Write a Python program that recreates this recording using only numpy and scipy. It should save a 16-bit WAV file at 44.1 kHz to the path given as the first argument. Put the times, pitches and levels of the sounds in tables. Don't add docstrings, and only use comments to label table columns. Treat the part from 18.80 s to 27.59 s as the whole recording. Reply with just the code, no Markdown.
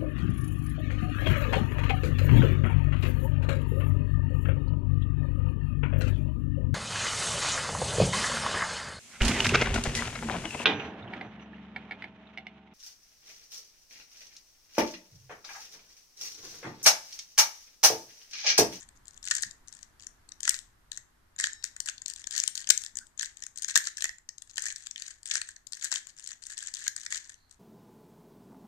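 import sys
import numpy as np
from scipy import signal
from scipy.fft import rfft, irfft
from scipy.io import wavfile
from scipy.ndimage import uniform_filter1d

SR = 44100
rng = np.random.default_rng(int(sys.argv[2]) if len(sys.argv) > 2 else 0)


def materialize(psi):
    bounded = np.clip(np.atleast_2d(psi).T, -1, 1)
    quanta = np.round(bounded * 32767).astype(np.int16)
    wavfile.write(sys.argv[1], SR, quanta)


N = 387638


def undb(db):
    return 10 ** (np.asarray(db) / 20)


def curve(rows):
    return np.interp(np.arange(N) / SR, *np.transpose(rows))


def random_curve(step_s):
    steps = np.arange(0, N / SR, step_s)
    return curve(np.c_[steps, rng.standard_normal(len(steps))])


def shape(points, hz):
    f, db = np.transpose(points)
    return np.interp(np.log(np.maximum(hz, 1)), np.log(f), db)


def ring(db):
    cepstrum = irfft(db * np.log(10) / 20)
    half = cepstrum.shape[-1] // 2
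    cepstrum[..., 1:half] *= 2
    cepstrum[..., half + 1:] = 0
    return irfft(np.exp(rfft(cepstrum)))


def colour(x, points, size=1024):
    response = ring(shape(points, np.fft.rfftfreq(size, 1 / SR)))
    return signal.fftconvolve(x, response)[:len(x)]


def unit(x):
    return x / np.sqrt(np.sum(x ** 2, axis=-1, keepdims=True) + 1e-18)


def add(track, s, sound):
    i = max(int(s * SR), 0)
    part = sound[..., :max(N - i, 0)]
    track[..., i:i + part.shape[-1]] += part


def uneven(count, db, size, order):
    hills = rng.standard_normal((count, size // 2 + 1))
    hills = uniform_filter1d(uniform_filter1d(hills, order), order)
    return db * np.tanh(hills / hills.std())


def sound_of(force, spectrum_db):
    return irfft(rfft(force) * rfft(ring(spectrum_db)))


# f/Hz, relative level/dB
MURMUR_SPECTRUM = [(20, 2.5), (45, 0), (90, -4), (160, -13), (300, -15), (500, -23.5), (1000, -18),
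                   (1750, -18.5), (2500, -28), (5000, -30), (13800, -35.5), (15000, -54)]
# t/s, level/dB
MURMUR_LEVEL = [(0, -62), (1.4, -62.5), (2.4, -65), (4.3, -66), (5.4, -69.5), (8.79, -67.5)]


def air(wide_hz=280, hiss_db=-82, swell_db=2):
    f = np.fft.rfftfreq(N, 1 / SR)
    mid, side = rfft(rng.standard_normal((2, N))) * undb(shape(MURMUR_SPECTRUM, f))
    bass = mid * (f < 130)
    swelling_bass = irfft(bass, N) * undb(swell_db * random_curve(.1))
    mid = mid - bass + rfft(swelling_bass)
    side = side * f / np.hypot(f, wide_hz)
    murmur = irfft(np.array([mid + side, mid - side]), N)
    murmur = murmur / murmur.std() * undb(curve(MURMUR_LEVEL))
    hiss = undb(hiss_db) * rng.standard_normal((2, N))
    return murmur + hiss


# start t/s, length/s, rasp level/dB reached at the end of the push (before rub_db in rasp)
TURNS = [(0, 0.035, -52.5), (0.155, 0.023, -77), (0.254, 0.13, -63), (0.427, 0.067, -43.5),
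         (0.502, 0.083, -33.5), (0.585, 0.092, -47.5), (0.874, .17, -56), (1.193, 0.06, -59.5),
         (1.633, 0.083, -35), (1.735, 0.031, -43), (2.111, 0.077, -57), (2.581, 0.09, -30.5),
         (2.835, 0.042, -45), (3.056, 0.043, -38), (3.277, 0.046, -46), (3.37, 0.053, -49.5),
         (3.513, 0.097, -31), (3.621, 0.072, -45), (3.757, 0.069, -42), (3.971, 0.12, -50),
         (4.381, 0.089, -37.5), (4.571, 0.093, -62.5), (4.759, 0.098, -48), (4.879, .035, -31),
         (4.951, 0.035, -32), (5.039, 0.047, -37.5), (5.183, 0.1, -41), (5.667, 0.11, -59.5),
         (5.765, 0.15, -36), (5.959, .11, -50.5), (6.172, 0.15, -42), (6.459, 0.039, -46.5),
         (6.5, 0.081, -29.5), (6.668, 0.049, -55.5), (6.92, 0.081, -49.5), (7.012, 0.062, -36),
         (7.106, .075, -33), (7.285, 0.022, -56), (7.366, 0.098, -53.5), (7.46, 0.073, -46),
         (7.619, 0.073, -51.5), (7.694, 0.043, -41), (7.768, 0.13, -39.5), (7.943, 0.12, -39),
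         (8.16, 0.1, -45), (8.302, 0.076, -32.5), (8.437, 0.093, -55.5), (8.696, 0.058, -71)]


def push(attack_s=.004, swell_db=6.5, release_s=.008, creep_db=-10, creep_s=.049):
    age, out = np.arange(SR) / SR, np.zeros(N)
    for s, length, db in TURNS:
        swell = undb(db + swell_db * (np.minimum(age / length, 1) - 1.0))
        attack = np.minimum(age / attack_s, 1)
        after = np.maximum(age - length, 0)
        creep = undb(creep_db) * np.exp(-after / creep_s)
        release = np.maximum(np.exp(-after / release_s), creep)
        add(out, s, swell * attack * release)
    return out


# f/Hz, relative level/dB
SHELL = [(100, -36), (500, -45.5), (1000, -44.5), (1700, -25), (2500, -14), (3200, -5), (4500, -2.5),
         (5200, -2.5), (6900, 4), (8200, -2), (9300, -13), (11000, -34.5), (13200, -29), (15000, -37.5)]
# f/Hz, relative level/dB
HOLLOW = [(200, -15), (500, -16), (900, 0.5), (1500, 17.5), (2200, 21), (3000, 9.5), (6000, -31)]


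def rasp(rate=1900, spread_db=4.0, catch_db=6, rub_db=-2.07, knock_db=-14, count=8, size=512):
    catch_s, even_s = .006, .04
    catching = np.array([random_curve(catch_s) for _ in range(count)])
    strength = undb(spread_db * np.minimum(rng.exponential(size=(count, N)), 3))
    happens = rng.random((count, N)) < rate / count / SR
    slips = happens * strength * rng.choice([-1, 1], (count, N))
    rubbing = 0.044 * rng.standard_normal((count, N))
    slips = (slips + rubbing) * undb(catch_db * catching)
    power = uniform_filter1d(np.sum(slips ** 2, axis=0), int(even_s * SR))
    slips *= push() * undb(rub_db) / np.sqrt(power)
    f = np.fft.rfftfreq(size, 1 / SR)
    tracks = []
    for body in (SHELL, SHELL, HOLLOW):
        rings = unit(ring(shape(body, f) + uneven(count, 7, size, order=7)))
        tracks.append(signal.oaconvolve(slips, rings, axes=1)[:, :N].sum(axis=0))
    left, right, knock = tracks
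    return np.array([left, right, undb(knock_db) * knock])


def room(x, wet_db, t60, gap_s=.004):
    t = np.arange(int(.6 * SR)) / SR
    density = np.clip(t / .04, .02, 1) ** 2
    echoes = rng.standard_normal(len(t)) * (rng.random(len(t)) < density) / np.sqrt(density)
    fade = np.exp(-np.log(1000) * t / t60)
    tail = unit(echoes * (t > gap_s) * fade)
    return x + undb(wet_db) * signal.fftconvolve(x, tail)[:N]


# f/Hz, level/dB
SHADE = [(1000, -1), (1300, -4), (1550, 7.5), (1800, 15), (2150, 2.5), (2850, -11.5), (3700, -9),
         (5400, -17), (7000, -26), (8200, -27.5), (10000, -15.5), (11500, -3.5), (13500, -9.5)]


def right_microphone(x, lag_s=.00012):
    shaded = rfft(colour(x, SHADE))
    return irfft(shaded * np.exp(-2j * np.pi * np.fft.rfftfreq(N, 1 / SR) * lag_s), N)


def rattles(firm_db=-40, rattle_db=-34.5, follow=0.62, scatter_db=2.5, centre_hz=6450, scatter_hz=450,
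            hollow_db=-18, hollow_scatter_db=4, count=6):
    start, length, db = np.transpose(TURNS)[:, :, None]
    s = start + length * (np.arange(count) + rng.random((len(TURNS), count))) / count
    loud, hard, hollow = rng.standard_normal((3, len(TURNS), count))
    level = rattle_db + follow * (db - firm_db) + scatter_db * loud
    tick_hz = centre_hz + scatter_hz * hard
    knock = hollow_db + hollow_scatter_db * hollow
    return np.column_stack([column.ravel() for column in (s, level, tick_hz, knock)])


# t/s, level/dB (rms over a click, before piece_db),
# f/Hz steering how bright the tick is, hollow knock's relative level/dB (before knock_db)
SNAPS = [(0.0292, -45, 6120, -35), (0.0897, -42, 7600, -12), (.256, -45.5, 6400, -22),
         (.282, -34.5, 6800, -43), (0.3767, -38, 6600, -25), (0.4424, -34, 6700, -38),
         (.454, -29.5, 6800, -33), (0.4753, -26, 6000, -5.5), (0.4854, -26.5, 5500, -34),
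         (0.512, -14.5, 7360, -10.5), (0.5523, -17.5, 7150, -22), (.5668, -21.5, 7060, -27),
         (.624, -20, 7500, -35), (0.6299, -22, 7000, -30), (0.6344, -20.5, 5860, -10.5),
         (0.711, -33.5, 6200, -27), (0.8757, -45, 7200, -20), (0.8834, -35, 7850, -22),
         (0.9276, -36.5, 7300, -20), (.951, -40.5, 6400, -31), (1.0299, -34, 6830, -22),
         (1.224, -41, 6130, -25), (1.269, -28.5, 7350, -21.5), (1.491, -38.5, 6450, -24),
         (1.5205, -32.5, 6100, -18), (1.6061, -29.5, 6400, -22), (1.6322, -22, 6660, -22),
         (1.6538, -21.5, 6200, -9.5), (1.678, -16, 5600, -5), (1.6942, -7.5, 6600, -25),
         (1.708, -27, 6200, -1.5), (1.7435, -24, 6160, -11.5), (1.7904, -30, 6200, -25),
         (2.1185, -25.5, 6500, -21.5), (2.1747, -26.5, 6280, -16), (2.5632, -39.5, 6410, -17),
         (2.589, -27, 6900, -21), (2.6, -19.5, 7200, -7), (2.6412, -15, 5500, -8.5),
         (2.7327, -28.5, 6400, -34), (2.827, -41, 5200, -17), (2.8415, -18.5, 7350, -14.5),
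         (2.9653, -31, 6380, -13), (3.0038, -19.5, 6700, -22), (3.0605, -28.5, 7360, -17.5),
         (3.0876, -20.5, 5200, -10), (3.0974, -25, 6400, -13.5), (3.181, -35.5, 4800, -35),
         (3.2196, -29.5, 6000, -20), (3.2609, -22, 6000, -23), (3.282, -25.5, 6450, -27),
         (3.3007, -26, 6400, -35), (3.337, -31, 7140, -32), (3.3618, -32, 6050, -18),
         (3.442, -33, 5370, -17), (3.472, -22.5, 6840, -21.5), (3.51, -26, 6800, -23),
         (3.5644, -21.5, 7040, -29), (3.5795, -15.5, 6760, -26), (3.6012, -14, 6750, -25),
         (3.6378, -16.5, 6450, -15), (3.6783, -13.5, 6240, -37), (3.7543, -23, 6100, -48),
         (3.7776, -22.5, 5960, -35), (3.844, -35.5, 5100, -26), (3.8735, -25, 5400, -20),
         (3.8912, -16, 6750, -20), (3.905, -3, 5850, -17), (3.9162, -23, 6100, -21),
         (3.9772, -15.5, 7750, -29), (4.0186, -29.5, 7350, -20), (4.0379, -29, 6400, -16),
         (4.049, -32, 5870, -17), (4.0634, -28, 6200, -19), (4.1562, -29.5, 7700, -26),
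         (4.1714, -21.5, 7300, -26), (4.1878, -26, 6800, -23), (4.2687, -44, 6800, -24),
         (4.3776, -33.5, 6840, -39), (4.3954, -20.5, 6440, -24.5), (4.411, -23, 6000, -12),
         (4.4242, -26.5, 6750, -28), (4.4301, -24, 5960, -7), (4.5718, -35.5, 6200, -25),
         (4.6235, -29, 6450, -16), (4.638, -28.5, 6620, -18), (4.6664, -28.5, 6640, -16.5),
         (4.7757, -27.5, 6850, -24), (4.7857, -30, 7040, -27), (4.823, -22.5, 7100, -24),
         (4.833, -27, 6600, -25), (4.846, -19, 5600, -13), (4.886, -29.5, 6000, -7),
         (4.9443, -33.5, 4700, -27), (4.9576, -7, 6200, -18), (4.9631, -10.5, 5300, -8),
         (4.976, -10, 6450, -13), (5.0542, -33, 6300, -26), (5.0723, -20, 5670, -11),
         (5.1716, -26, 6400, -21), (5.1817, -32.5, 6300, -5.5), (5.2079, -28, 5200, -16),
         (5.223, -20, 6100, -9.5), (5.2425, -16, 6230, -9.5), (5.255, -25, 6700, -3.5),
         (5.2932, -31, 5360, -1.5), (5.3844, -41.5, 6270, -14), (5.4911, -27, 6300, -18.5),
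         (5.5826, -33.5, 6200, -34), (5.6218, -32.5, 6560, -22.5), (5.6974, -41.5, 5970, -27),
         (5.712, -41.5, 6160, -28), (5.759, -33.5, 6600, -42), (5.7814, -20, 5700, -7.5),
         (5.823, -22.5, 7500, -39), (5.8568, -23, 7500, -14), (5.8653, -24.5, 6000, -8),
         (5.8848, -25.5, 7400, -8), (5.9253, -29.5, 6550, -17), (5.9613, -28, 6300, -21),
         (6.07, -27, 6100, -15.5), (6.112, -27, 5740, -49), (6.1606, -29, 4700, -40),
         (6.1797, -33, 5050, -33), (6.199, -33.5, 6230, -17), (6.2219, -28, 6500, -17),
         (6.4317, -38, 6500, -20), (6.4579, -27.5, 6770, -17), (6.4748, -32.5, 7350, -32),
         (6.5132, -17, 5020, -14.5), (6.555, -17, 5560, -9.5), (6.6164, -22.5, 5500, -4.5),
         (6.6893, -31.5, 7030, -10.5), (6.7643, -37.5, 6200, -13), (6.8705, -32, 7000, -34),
         (6.9237, -30, 7100, -21.5), (6.9335, -25, 7100, -23), (7.0255, -28, 5860, -9),
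         (7.0451, -20.5, 7500, -19), (7.05, -22, 6550, -18), (7.1174, -19.5, 6750, -13),
         (7.1259, -18, 5650, -12.5), (7.1402, -23, 6500, -13), (7.1587, -20, 4850, -12),
         (7.2705, -33.5, 6600, -13.5), (7.3667, -45, 6300, -17), (7.397, -36.5, 6260, -18),
         (7.4425, -33.5, 6460, -36), (7.4753, -27.5, 6700, -26), (7.5175, -31.5, 6300, -9.5),
         (7.6222, -42, 6100, -12), (7.638, -34.5, 6000, -21), (7.6678, -29.5, 7400, -21.5),
         (7.7793, -26, 6700, -20.5), (7.789, -28.5, 7300, -24), (7.8726, -25.5, 6650, -24),
         (7.9403, -25, 6700, -25), (7.9494, -27.5, 5700, -35), (8.0674, -27, 4840, -6),
         (8.08, -14.5, 6030, -14.5), (8.1645, -23.5, 6660, -17.5), (8.1788, -33.5, 7160, -12),
         (8.264, -26, 5940, -6.5), (8.3252, -22, 6750, -3.5), (8.4951, -34.5, 7000, -17),
         (8.5426, -41.5, 6230, -17), (8.712, -41.5, 6350, -29)]


def clicks(lead_s=.003, scrape_s=0.00098, settle_s=0.0012, snap=1.1, tilt_db=32, edge_db=2.5, force_db=2.5,
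           shift_octaves=.08, piece_db=1, knock_db=-4, shell_hz=5855, click_s=.0016, size=1024):
    s, db, hz, hollow_db = np.vstack([SNAPS, rattles()]).T
    count = len(s)
    t = (np.arange(size) - int(lead_s * SR)) / SR
    grit = rng.standard_normal((count, size)) * np.abs(rng.standard_normal((count, size)))
    force = .2 * grit * np.exp(-np.abs(t) / np.where(t < 0, scrape_s, settle_s))
    force[:, int(lead_s * SR)] += snap * rng.random(count)
    f = np.fft.rfftfreq(size, 1 / SR)
    hardness = np.log2(hz[:, None] / shell_hz)
    shell = shape(SHELL, f) + tilt_db * hardness * np.log2(np.clip(f, 2500, 8000) / shell_hz)
    firmness = (db - db.mean()) / db.std()
    crisp_db = edge_db * (1 + rng.standard_normal(count)) + force_db * firmness
    shell = shell + crisp_db[:, None] * np.interp(f, [9000, 11000], [0, 1])
    left, right = (unit(sound_of(force, shell + uneven(count, 6, size, order=22))) for _ in range(2))
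    opening = 2 ** (shift_octaves * rng.standard_normal((count, 1)))
    hollow = shape(HOLLOW, f * opening) + uneven(count, 5, size, order=6)
    knock = unit(sound_of(force, hollow)) * undb(knock_db + hollow_db)[:, None]
    strength = undb(db + piece_db) * np.sqrt(click_s * SR)
    out = np.zeros((3, N))
    for k in range(count):
        add(out, s[k] - lead_s, strength[k] * np.array([left[k], right[k], knock[k]]))
    return out


# t/s, length/s, rms level/dB, hollow knock's relative level/dB (before knock_db)
SLAMS = [(0.51, 0.011, -23.5, -5.5), (3.9017, 0.0076, -9.5, -12.5), (4.957, 0.0039, -18, -6),
         (5.244, 0.0066, -32, -12)]


def slams(knock_db=-4, size=1024):
    out = np.zeros((3, N))
    for s, length, db, hollow_db in SLAMS:
        force = rng.standard_normal(size) * np.exp(-(np.arange(size) / SR / length) ** 4)
        tick = unit(colour(force, SHELL))
        knock = undb(hollow_db + knock_db) * unit(colour(force, HOLLOW))
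        add(out, s, undb(db) * np.sqrt(length * SR) * np.array([tick, tick, knock]))
    return out


# t/s at the peak, length/s, f/Hz, width/Hz, rms level/dB, left minus right level/dB
GRIPS = [(0.674, 0.015, 122, 117, -55, 3), (4.187, 0.05, 227, 45, -71, -4.5),
         (4.222, 0.018, 1540, 170, -55, -8.5), (8.618, 0.074, 4250, 420, -73, -8)]


def grips():
    out, f = np.zeros((2, N)), np.fft.rfftfreq(SR // 2, 1 / SR)
    t = (np.arange(SR // 2) - SR // 4) / SR
    for s, length, hz, width_hz, db, pan_db in GRIPS:
        resonance = 1 / (1 + ((f - hz) / width_hz) ** 2) ** 2
        friction = irfft(rfft(rng.standard_normal(len(t))) * resonance, len(t))
        swell = unit(friction * np.exp(-.5 * (t / length) ** 2)) * np.sqrt(length * SR)
        side_db = db + np.array([[pan_db], [-pan_db]]) / 2
        add(out, s + t[0], swell * undb(side_db))
    return out


# f/Hz, level/dB relative to twang_db, time to fade by 60 dB/s
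SPRING = [(1800, -3.5, 0.68), (3870, 8.5, 0.89), (4960, 2, 0.69), (5400, 7.5, 1)]


def spring(twang_s=2.583, twang_db=-54.5):
    t, out = np.arange(SR) / SR, np.zeros(N)
    for hz, db, t60 in SPRING:
        fade = np.exp(-np.log(1000) * t / t60)
        add(out, twang_s, undb(twang_db + db) * np.sin(2 * np.pi * hz * t) * fade)
    return out


def scene(t60=0.27):
    tick_left, tick_right, knock = rasp() + clicks() + slams()
    knock = knock + spring()
    left = room(tick_left + knock, wet_db=-13.5, t60=t60)
    right = right_microphone(room(tick_right + knock, wet_db=-9.5, t60=t60))
    return np.array([left, right]) + grips() + air()


def record(dry, overload_hz=520, top_hz=14500):
    excess = np.clip(dry, -1, 1) - dry
    less_bass = signal.butter(1, overload_hz, "high", fs=SR, output="sos")
    crackle = signal.sosfiltfilt(less_bass, excess)
    top_cut = signal.ellip(6, .1, 50, top_hz, fs=SR, output="sos")
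    return signal.sosfiltfilt(top_cut, dry + crackle)


dry = scene()
out = record(dry)
materialize(out)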